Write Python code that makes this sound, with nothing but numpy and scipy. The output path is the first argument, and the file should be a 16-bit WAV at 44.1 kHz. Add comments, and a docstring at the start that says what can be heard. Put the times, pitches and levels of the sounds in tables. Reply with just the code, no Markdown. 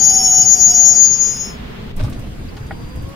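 """Wheel and brake modes squeal as an electric train stops at a platform: fluttering sines with harmonics.
The motor whine, a sine and its fourth harmonic, sinks over shaped rolling noise. The loudest squeal overloads
the microphone, which bends and clips the wave. Then shaped low noise and swings make a bump, noise bursts and
decaying modes make rattles, knocks and clacks, and faint tones sound over the standing rumble."""
import sys
import numpy as np
from scipy import signal
from scipy.fft import rfft, irfft
from scipy.io import wavfile
from scipy.ndimage import uniform_filter1d

SR = 44100
rng = np.random.default_rng(int(sys.argv[2]) if len(sys.argv) > 2 else 0)


def waveform_to_disk(signal):
    """Save audio, clipped to [-1, 1], as 16-bit WAV at the path in sys.argv[1]."""
    frames = np.transpose(np.atleast_2d(signal))
    scaled = np.clip(frames, -1, 1) * 32767
    samples = np.round(scaled).astype(np.int16)
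    wavfile.write(sys.argv[1], SR, samples)


def gain_from_decibels(decibels):
    """Convert decibel values to linear amplitude factors."""
    exponent = np.asarray(decibels, float) / 20
    return 10 ** exponent


N = 138915
TIME_S = np.arange(N) / SR


def evened(x):
    """Scales to rms 1."""
    return x / np.sqrt(np.mean(x ** 2) + 1e-20)


def curve(points, outside=None):
    """Reads a time table at every sample; holds the end values unless given one for outside."""
    s, value = np.transpose(points)
    return np.interp(TIME_S, s, value, outside, outside)


def read_spectrum(points, hz):
    """Reads a spectrum table on a log frequency axis."""
    f, value = np.transpose(points)
    return np.interp(np.log(hz + 1), np.log(f + 1), value)


def sides(pan_db):
    """Left and right gains for a left-over-right level difference, mean 1."""
    right = 2 / (1 + gain_from_decibels(pan_db))
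    return np.array([2 - right, right])


def flutter_noise(flutter):
    """Slow complex noise per side, low-passed at a 1 kHz control rate, with rms equal to the flutter share."""
    rolloff_hz, edge_hz, control_hz = 23.8, 240, 1000
    z = rng.standard_normal((2, N * control_hz // SR + 2, 2)) @ [1, 1j]
    rate_hz = np.fft.fftfreq(z.shape[1], 1 / control_hz)
    lowpass = np.exp(-(rate_hz / edge_hz) ** 4) / (1 + (rate_hz / rolloff_hz) ** 2)
    z = np.fft.ifft(z * lowpass)
    z = z / np.sqrt(np.mean(abs(z) ** 2)) * np.clip(flutter, 0, 1)
    control_s = np.arange(z.shape[1]) / control_hz
    return np.array([np.interp(TIME_S, control_s, side) for side in z])


def tone(table, pitch, pan_db, second_db, third_db, flutter):
    """A sine on level and pitch curves, with harmonics and random flutter that partly differs per side."""
    fade_s = 0.0064
    wander_per_hz = 27 / 5000  # pitch wander, before the flutter scaling
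    columns = np.transpose(table)
    start_s, end_s = columns[0][0], columns[0][-1]
    level_db = np.interp(TIME_S, columns[0], columns[1])
    if len(columns) > 2:
        pan_db = pan_db + np.interp(TIME_S, columns[0], columns[2])
    # a table starting before 0.03 s sounds from the first sample, with no fade in
    since_start = TIME_S - start_s + (start_s < .03)
    gate = np.clip(np.minimum(since_start, end_s - TIME_S) / fade_s, 0, 1)

    z = flutter_noise(flutter)
    hz = curve(pitch)
    hz = hz * (1 + wander_per_hz * flutter * z[0, ::-1].real)
    phase = 2 * np.pi * (np.cumsum(hz) / SR + rng.random())
    steady = np.sqrt(1 - min(flutter, .99) ** 2)
    mixed = z * [[.85], [.9]] + z[::-1] * [[.2], [.5]]
    z = (steady + mixed) * np.exp(1j * phase)
    second = gain_from_decibels(second_db) * z ** 2 / abs(z)
    third = gain_from_decibels(third_db) * z ** 3 / abs(z) ** 2 * (3 * hz < SR / 2)
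    wave = np.sqrt(2) * (z + second + third).real
    return wave * gain_from_decibels(level_db) * gate * sides(pan_db * np.ones(N))


def noise(colour, same, level_db, patchy_db):
    """Stereo noise from random short-time spectra whose level varies in patches of time and frequency."""
    frames, hz = N // 256 + 5, np.fft.rfftfreq(1024, 1 / SR)
    a, b, c, d, patch = rng.standard_normal((frames, 513, 5)).T
    patch = uniform_filter1d(patch, size=16, axis=0)
    patch = evened(uniform_filter1d(patch, size=8, axis=1))
    same = np.clip(read_spectrum(same, hz), -1, 1)[:, None]
    left = a + 1j * b
    right = same * left + np.sqrt(1 - same ** 2) * (c + 1j * d)
    z = np.array([left, right]) * gain_from_decibels(read_spectrum(colour, hz)[:, None] + patchy_db * patch)
    wave = signal.istft(z, nperseg=1024, noverlap=768)[1][:, :N]
    return gain_from_decibels(level_db) * evened(wave)


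# Loudest squeal. Each row: time in seconds, level in dB, left over right in dB.
LOUDEST_SQUEAL = [(0.0, -16, 13), (.035, -8, 9), (0.075, -5.5, 8), (0.125, -13, 2), (0.175, -9, 7),
                  (0.212, -19, -2), (0.25, -11, 9), (0.29, -13, 0), (0.32, -9.5, 4.5), (.43, -8.5, 8),
                  (.443, -21, 3), (0.46, -10.5, 8), (0.52, -7.5, 17), (.545, -9, 12), (0.562, -22, 5),
                  (.61, -10, 12), (0.655, -6, 9), (0.7, -11, 5), (.718, -9, 3), (0.73, -22, 0),
                  (.75, -8.5, 8), (.775, -11.5, 8), (0.82, -6.5, 13), (.85, -8.5, 13), (0.89, -7.5, 15),
                  (.93, -11, 10), (0.945, -20, 3), (.96, -11, 10), (1.0, -7.5, 15), (1.06, -9, 14),
                  (1.1, -14, 12), (1.14, -12.5, 16), (1.178, -22, 8), (1.216, -11, 14.5), (1.294, -17, 13),
                  (1.365, -28, 3), (1.414, -20, 11), (1.58, -58, 6)]
# Weaker squeals, one table each. Each row: time in seconds, level in dB.
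WEAKER_SQUEALS = [
    [(0.0, -29), (0.146, -30), (0.28, -41), (0.432, -29.5), (0.94, -32), (1.032, -26.5), (1.456, -50),
     (1.6, -61.5)],
    [(0.0, -32), (0.318, -53.5), (0.36, -47)],
    [(0.0, -27.5), (0.112, -24), (0.142, -21.5), (0.25, -29.5), (0.286, -22), (0.512, -28), (0.52, -31)],
    [(0.12, -33), (0.142, -27.5), (0.248, -16), (0.298, -28), (.42, -25), (.48, -38), (.54, -25),
     (.585, -40), (.63, -25), (.67, -37), (.71, -21), (.82, -38), (.86, -24), (.95, -27), (1.01, -38),
     (1.05, -26), (1.1, -36), (1.14, -27), (1.288, -60), (1.348, -55), (1.484, -32), (1.52, -64)],
    [(0.48, -29), (0.632, -25), (0.656, -43), (0.704, -20.5), (0.834, -30), (0.942, -35.5), (1.094, -48),
     (1.16, -46)],
    [(1.17, -46), (1.256, -33), (1.54, -55)],
    [(1.2, -31.5), (1.46, -34.5), (1.56, -45)],
    [(0.0, -21.5), (0.06, -34.5), (0.2, -28.5), (0.422, -43), (0.454, -53), (0.5, -30)],
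    [(.05, -45), (.1, -30), (.27, -44), (.33, -30), (.53, -42), (.567, -20), (.6, -40), (.72, -34),
     (.8, -46)],
    [(0.25, -75), (0.274, -52), (1.032, -40), (1.106, -60.5), (1.258, -46.5), (1.5, -64)],
]
# Pitch of the loudest and each weaker squeal, one table each. Each row: time in seconds, pitch in Hz.
SQUEAL_PITCHES = [
    [(0, 6684), (.45, 6691), (.8, 6685), (1.2, 6684), (1.6, 6672)],
    [(0, 4835), (.2, 4900), (.6, 4872), (.7, 4895), (1.6, 4903)],
    [(0, 4800), (.15, 4770), (.36, 4730)],
    [(0, 5565), (.2, 5550), (.5, 5600)],
    [(.12, 5520), (.24, 5462), (.33, 5530), (.42, 5470), (.5, 5505), (1.5, 5515)],
    [(.48, 5610), (.51, 5720), (.58, 5630), (.62, 5720), (.66, 5690), (.8, 5715), (.85, 5760), (1.16, 5800)],
    [(1.17, 5850), (1.54, 5868)],
    [(1.2, 5075), (1.3, 5092), (1.4, 5120), (1.55, 5200)],
    [(0, 6380), (.5, 6372)],
    [(0, 6535), (.8, 6495)],
    [(.25, 8486), (1, 8468)],
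]
# Loudest, then weaker squeals. Each row: left over right in dB (added to any in the squeal's table),
# 2nd harmonic in dB re fundamental, 3rd harmonic in dB re fundamental, flutter share 0-1.
SQUEAL_VOICES = [(0, -31, -90, 0.18), (3, -21.5, -29, 0.4), (3, -4.5, -25, 0.8), (3, -11, -52, 0.8),
                 (3, -19.5, -51, 0.45), (3, -14.5, -58, 0.5), (3, -27.5, -50, .3), (3, -14, -16, 0.42),
                 (3.002, -32.5, -77, .5), (3.001, -16.5, -73, .7), (3, -60.5, -80, 0.5)]


def squeals():
    """Self-excited wheel and brake modes, each a fluttering tone on its own level and pitch curves."""
    levels = [LOUDEST_SQUEAL] + WEAKER_SQUEALS
    return sum(tone(table, pitch, *voice)
               for table, pitch, voice in zip(levels, SQUEAL_PITCHES, SQUEAL_VOICES))


# Each row: start in seconds, end in seconds, starting level in dB.
FAINT_PARTIALS = [(0, 0.16, -50), (0.58, 1.2, -51.5), (0.021, 0.32, -40.5), (0.01, .6, -43),
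                  (0.34, 1.3, -56.5), (0, 0.405, -45), (0.046, 0.88, -47.5), (0.0057, 0.45, -60),
                  (0.085, 0.41, -40.5)]
# Pitch of each faint partial, same order. One column: pitch in Hz.
FAINT_PARTIAL_HZ = [4463, 6175, 9512, 10304, 10541, 11946, 13190, 14142, 10923]


def faint_partials():
    """Faint patchy partials: tones at full flutter, each sinking 1 dB."""
    return sum(tone([(start, db), (end, db - 1)], [(0, hz)], 4, -81.5, -81, 1)
               for (start, end, db), hz in zip(FAINT_PARTIALS, FAINT_PARTIAL_HZ))


# Motor whine. Each row: time in seconds, level in dB (of the fundamental).
WHINE_LEVEL = [(0.0, -33), (0.214, -26), (0.44, -28), (0.5, -34.5), (0.664, -36.5), (0.748, -29.5),
               (.95, -36.5), (1.08, -52)]
# Falls with speed. Each row: time in seconds, pitch of the fundamental in Hz.
WHINE_PITCH = [(0, 777), (.4, 752), (.75, 731), (1.12, 718)]


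def motor_whine():
    """Motor tone and fourth harmonic falling with speed; the right side hears them later."""
    fourth_db, right_lag_samples = -18.5, 15
    whine = tone(WHINE_LEVEL, WHINE_PITCH, 2.2, -93, -93, 0.38)
    fourth_pitch = np.array(WHINE_PITCH) * [1, 4]
    whine += gain_from_decibels(fourth_db) * tone(WHINE_LEVEL, fourth_pitch, 1, -90, -90, .8)
    return np.array([whine[0], np.roll(whine[1], right_lag_samples)])


# Rolling and fans. Each row: frequency in Hz, relative density in dB per Hz.
ROLL_COLOUR = [(12, -7), (20, 8), (101, -13.5), (142, -1), (177, -8), (216, -5.5), (301, -20.5), (337, -34),
               (388, -11), (558, -21.5), (1710, -27.5), (1960, -27.5), (3440, -30.5), (4540, -37.5),
               (9400, -53), (16000, -53.5)]
# Each row: frequency in Hz, left-right likeness from -1 to 1.
ROLL_LIKENESS = [(60, 0.86), (120, 0.76), (240, 0.82), (480, -0.41), (950, -0.14), (1890, -0.13),
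                 (3770, -0.055), (7520, -0.11), (15000, 1)]
# Rolling rumble. Each row: time in seconds, gain in dB.
ROLL_BASS_GAIN = [(0, -0.5), (.8, -1), (1.2, -1.5), (2, 0.5)]
# Rolling hiss above the bass, sinking with speed. Each row: time in seconds, gain in dB.
ROLL_HISS_GAIN = [(0, 5.5), (.5, 4), (1.5, 4), (1.9, 2.5)]
# Further drop of the hiss at the stop. Each row: time in seconds, gain in dB.
STOP_HISS_GAIN = [(1.915, 0), (1.925, -7), (1.96, -8), (1.99, -30)]
# Standing train. Each row: frequency in Hz, relative density in dB per Hz.
REST_COLOUR = [(12, -19), (20, -0.5), (146, -8), (193, -10.5), (319, -14), (388, -19.5), (485, -19),
               (590, -27), (642, -24), (2750, -33.5), (3340, -35.5), (4810, -40), (16000, -54)]
# Each row: frequency in Hz, left-right likeness from -1 to 1.
REST_LIKENESS = [(60, 0.9), (130, 1), (290, -0.03), (640, -0.11), (1410, -0.22), (3100, 0.073),
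                 (6820, -0.54), (15000, 1)]


def background():
    """Rolling noise, split into bass and hiss, gives way to the standing noise at the stop."""
    stop_s, crossfade_s, split_hz = 1.96, 0.01, 380
    roll = noise(ROLL_COLOUR, ROLL_LIKENESS, -30.5, 0.77)
    rest = noise(REST_COLOUR, REST_LIKENESS, -29.5, 1.67)
    bass = signal.sosfiltfilt(signal.butter(2, split_hz, fs=SR, output="sos"), roll)
    hiss = (roll - bass) * gain_from_decibels(curve(ROLL_HISS_GAIN) + curve(STOP_HISS_GAIN))
    after = np.clip((TIME_S - stop_s) / crossfade_s, 0, 1)
    return bass * (1 - after) * gain_from_decibels(curve(ROLL_BASS_GAIN)) + hiss + rest * after


# One brief squeak. Each row: time in seconds, level in dB.
CHIRP_LEVEL = [(1.055, -58), (1.075, -11), (1.095, -48)]


def chirp():
    """A brief, nearly steady tone swelling and fading at one pitch."""
    return tone(CHIRP_LEVEL, [(0, 6815)], 2.7, -98, -90, 0.056)


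# Low bump and shudder. Each row: time in seconds, gain in dB.
BUMP_GAIN = [(1.9, -36), (2.035, -11), (2.088, -17), (2.124, -15.5), (2.54, -33), (2.72, -27), (2.8, -43)]
# Each row: frequency in Hz, relative density in dB per Hz.
BUMP_COLOUR = [(8.8, -18), (15, 13.5), (64, -20), (112, -8.5), (147, -22), (275, -21.5), (334, -32),
               (606, -41), (700, -35.5), (910, -80), (1540, -120)]
# Low swings. Each row: start in seconds, pitch in Hz, length in cycles, peak level in dB,
# phase in radians.
LOW_SWINGS = [(1.932, 17.7, 2.3, -14, 2.9), (2.006, 109.8, 7.4, -14.5, 2.1),
              (2.122, 122.6, 11.5, -25.5, 0.1), (2.598, 120.6, 3.9, -21.5, 0.1)]


def low_bump():
    """A low bump and shudder: lumpy low noise and sine swings under half-sine envelopes."""
    lumps = noise(BUMP_COLOUR, [(20, 0.93), (700, 0.96)], -7.5, 1.3)
    out = lumps * gain_from_decibels(curve(BUMP_GAIN, -90))
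    for start, hz, cycles, db, phase in LOW_SWINGS:
        progress = np.clip((TIME_S - start) * hz / cycles, 0, 1)
        swing = np.sin(2 * np.pi * hz * (TIME_S - start) + phase)
        out += gain_from_decibels(db) * np.sin(np.pi * progress) * swing
    return out


# Rattles and knocks. Each row: start in seconds, level in dB, left over right in dB, centre in Hz,
# panel ring in dB re the level.
KNOCK_HITS = [(1.961, -34.5, -2, 9200, -19), (1.992, -26.5, 1, 1810, -16.5), (2.001, -24.5, -8, 600, -0.5),
              (2.033, -30.5, 0, 4000, -17), (2.043, -28, 3, 620, 3), (2.08, -35, -1, 1170, 9),
              (2.094, -35.5, 0, 10300, -18), (2.124, -31, 1, 3130, 3.5), (2.19, -39, 0, 9100, -3),
              (2.263, -37, -2, 2030, -10), (2.565, -30.5, 2, 2440, -16), (2.662, -40, 2, 4900, -19.5),
              (2.711, -29, 5, 1180, -20.5), (2.885, -44, 4, 4520, -15.5), (2.955, -40, -4, 10000, -19),
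              (3.019, -40, -4.5, 10000, -23), (3.085, -41.5, -7, 10000, -29)]
# Panel modes. Each row: pitch in Hz, relative level in dB, 60 dB decay in seconds (halved in clatter).
PANEL_MODES = [(610, 0, .06), (830, -4, .05), (1170, -2, .06), (1560, -6, .04), (1950, -8, .03),
               (2450, -10, .03)]


def knocks():
    """Each knock is a decaying soft band of noise plus short panel modes, weaker far from its centre."""
    burst_octaves, burst_t60_s, burst_rise_s = 0.85, .1, .005
    mode_fall_db_per_octave, mode_spread_db, mode_detune = 11.5, 2, 0.016
    size = 8192
    out, t, hz = np.zeros((2, N + size)), np.arange(size) / SR, np.fft.rfftfreq(size, 1 / SR)
    for start, db, pan_db, centre_hz, ring_db in KNOCK_HITS:
        v = rng.standard_normal((3, size))
        octaves = np.log2((hz + 1) / centre_hz)
        band = np.exp(-.5 * (octaves / burst_octaves) ** 2)
        burst = evened(irfft(rfft(v[0] + 0.95 * v[1:]) * band))  # sides share v[0]
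        burst *= gain_from_decibels(-60 * t / burst_t60_s) * np.minimum(t / burst_rise_s, 1)
        ring = np.zeros(size)
        for k, (f, mode_db, t60_s) in enumerate(PANEL_MODES):
            fall_db = mode_fall_db_per_octave * abs(np.log2(f / centre_hz))
            level_db = mode_db + mode_spread_db * v[1, k] - fall_db - 60 * t / t60_s
            ring += gain_from_decibels(level_db) * np.sin(2 * np.pi * f * t * (1 + mode_detune * v[0, k]))
        hit = 0.53 * burst + gain_from_decibels(ring_db) * ring / abs(ring).max()
        at = round(start * SR)
        out[:, at:at + size] += gain_from_decibels(db) * hit * sides(pan_db)[:, None]
    return out[:, :N]


# Loose parts rattle after the bump. Each row: time in seconds, level in dB.
CLATTER_LEVEL = [(1.969, -47), (1.995, -32), (2.06, -39.5), (2.15, -50), (2.3, -59.5)]


def clatter():
    """Loose parts: dense random taps, each exciting the panel modes and a low-passed noise grain."""
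    taps_per_s, grain_t60_s = 190, 0.016
    t = np.arange(2000) / SR
    strength_db = 3 * np.minimum(rng.exponential(1, (2, N)), 3)
    taps = (rng.random((2, N)) < taps_per_s / SR) * gain_from_decibels(strength_db)
    grain = .5 * signal.lfilter([1], [1, -.88], rng.standard_normal(2000)) * gain_from_decibels(-60 * t / grain_t60_s)
    for f, db, t60_s in PANEL_MODES:
        grain += gain_from_decibels(db - 1 - 120 * t / t60_s) * np.sin(2 * np.pi * f * t)  # decays in half t60_s
    rattle = evened(signal.oaconvolve(taps, grain[None])[:, :N])
    return rattle * gain_from_decibels(curve(CLATTER_LEVEL, -120))


# Faint electrical tone at rest. Each row: time in seconds, level in dB.
WHISTLE_LEVEL = [(2.11, -66), (2.13, -61), (2.25, -67), (2.37, -76), (2.55, -68), (2.65, -56), (3.0, -55),
                 (3.15, -67)]


def whistle():
    """Electrical tone at one mean pitch with a little flutter."""
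    return tone(WHISTLE_LEVEL, [(0, 4753)], 0, -89.5, -93, 0.34)


# Short squeaks at rest. Each row: start in seconds, end in seconds, level in dB, pitch in Hz.
ROUGH_SQUEAKS = [(2.39, 2.45, -58, 4820), (2.478, 2.505, -51, 4800), (2.478, 2.505, -55, 4500)]


def rough_squeaks():
    """Short tones made rough by strong flutter."""
    return sum(tone([(start, db), (end, db)], [(0, hz)], 0, -90, -89.5, 0.93)
               for start, end, db, hz in ROUGH_SQUEAKS)


# A small motor speeds up. Each row: time in seconds, level in dB.
SPIN_UP_LEVEL = [(2.55, -49.5), (2.75, -52), (3.15, -46)]
# Each row: time in seconds, pitch in Hz.
SPIN_UP_PITCH = [(2.55, 413.6), (3.15, 563)]


def spin_up():
    """Small motor: a rising tone with a strong second harmonic."""
    return tone(SPIN_UP_LEVEL, SPIN_UP_PITCH, 0, -4.5, -89.5, 0.58)


# Hard clacks. Each row: start in seconds, peak level in dB.
CLACK_HITS = [(2.571, -33), (2.7078, -19)]
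# Each row: pitch in Hz, relative level in dB, 60 dB decay in seconds.
METAL_MODES = [(650, -4, .05), (790, 0, .06), (1450, -2, .045), (1700, -3, .03), (1880, -3, .04),
               (2200, -8, .03)]


def clacks():
    """Hard metal contacts: short modes struck at once."""
    rise_s, size = .002, 4096
    out, t = np.zeros(N + size), np.arange(size) / SR
    ring = sum(gain_from_decibels(db - 60 * t / t60_s) * np.sin(2 * np.pi * f * t) for f, db, t60_s in METAL_MODES)
    ring *= np.minimum(t / rise_s, 1)
    for start, db in CLACK_HITS:
        out[round(start * SR):][:size] += gain_from_decibels(db) * ring / abs(ring).max()
    return out[:N]


def scene():
    """Sums the squealing train, the bump with its rattles, and the faint sounds at rest."""
    train = squeals() + faint_partials() + motor_whine() + background() + chirp()
    bump = low_bump() + knocks() + clatter()
    standing = whistle() + rough_squeaks() + spin_up() + clacks()
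    return train + bump + standing


def low_pass(x):
    """Removes everything above the highest recorded frequency."""
    return signal.sosfilt(signal.butter(12, 20000, fs=SR, output="sos"), x)


def record(dry):
    """Microphone bends the treble into sum and difference tones; the input clips, then is band-limited."""
    square_db, cube_db, ceiling, edge_hz = -22.5, -24, 1.01, 15800
    treble = signal.sosfilt(signal.butter(4, 3500, "high", fs=SR, output="sos"), dry)
    bent = gain_from_decibels(square_db) * treble ** 2 - gain_from_decibels(cube_db) * treble ** 3
    bent = signal.sosfilt(signal.butter(4, 7000, "high", fs=SR, output="sos"), bent)
    clipped = np.clip(dry + bent, -ceiling, ceiling)
    lowpass = signal.firwin(301, edge_hz, window=("kaiser", 9), fs=SR)[None]
    mix = signal.oaconvolve(clipped, lowpass, "same")
    return low_pass(mix)


dry = scene()
out = record(dry)
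waveform_to_disk(out)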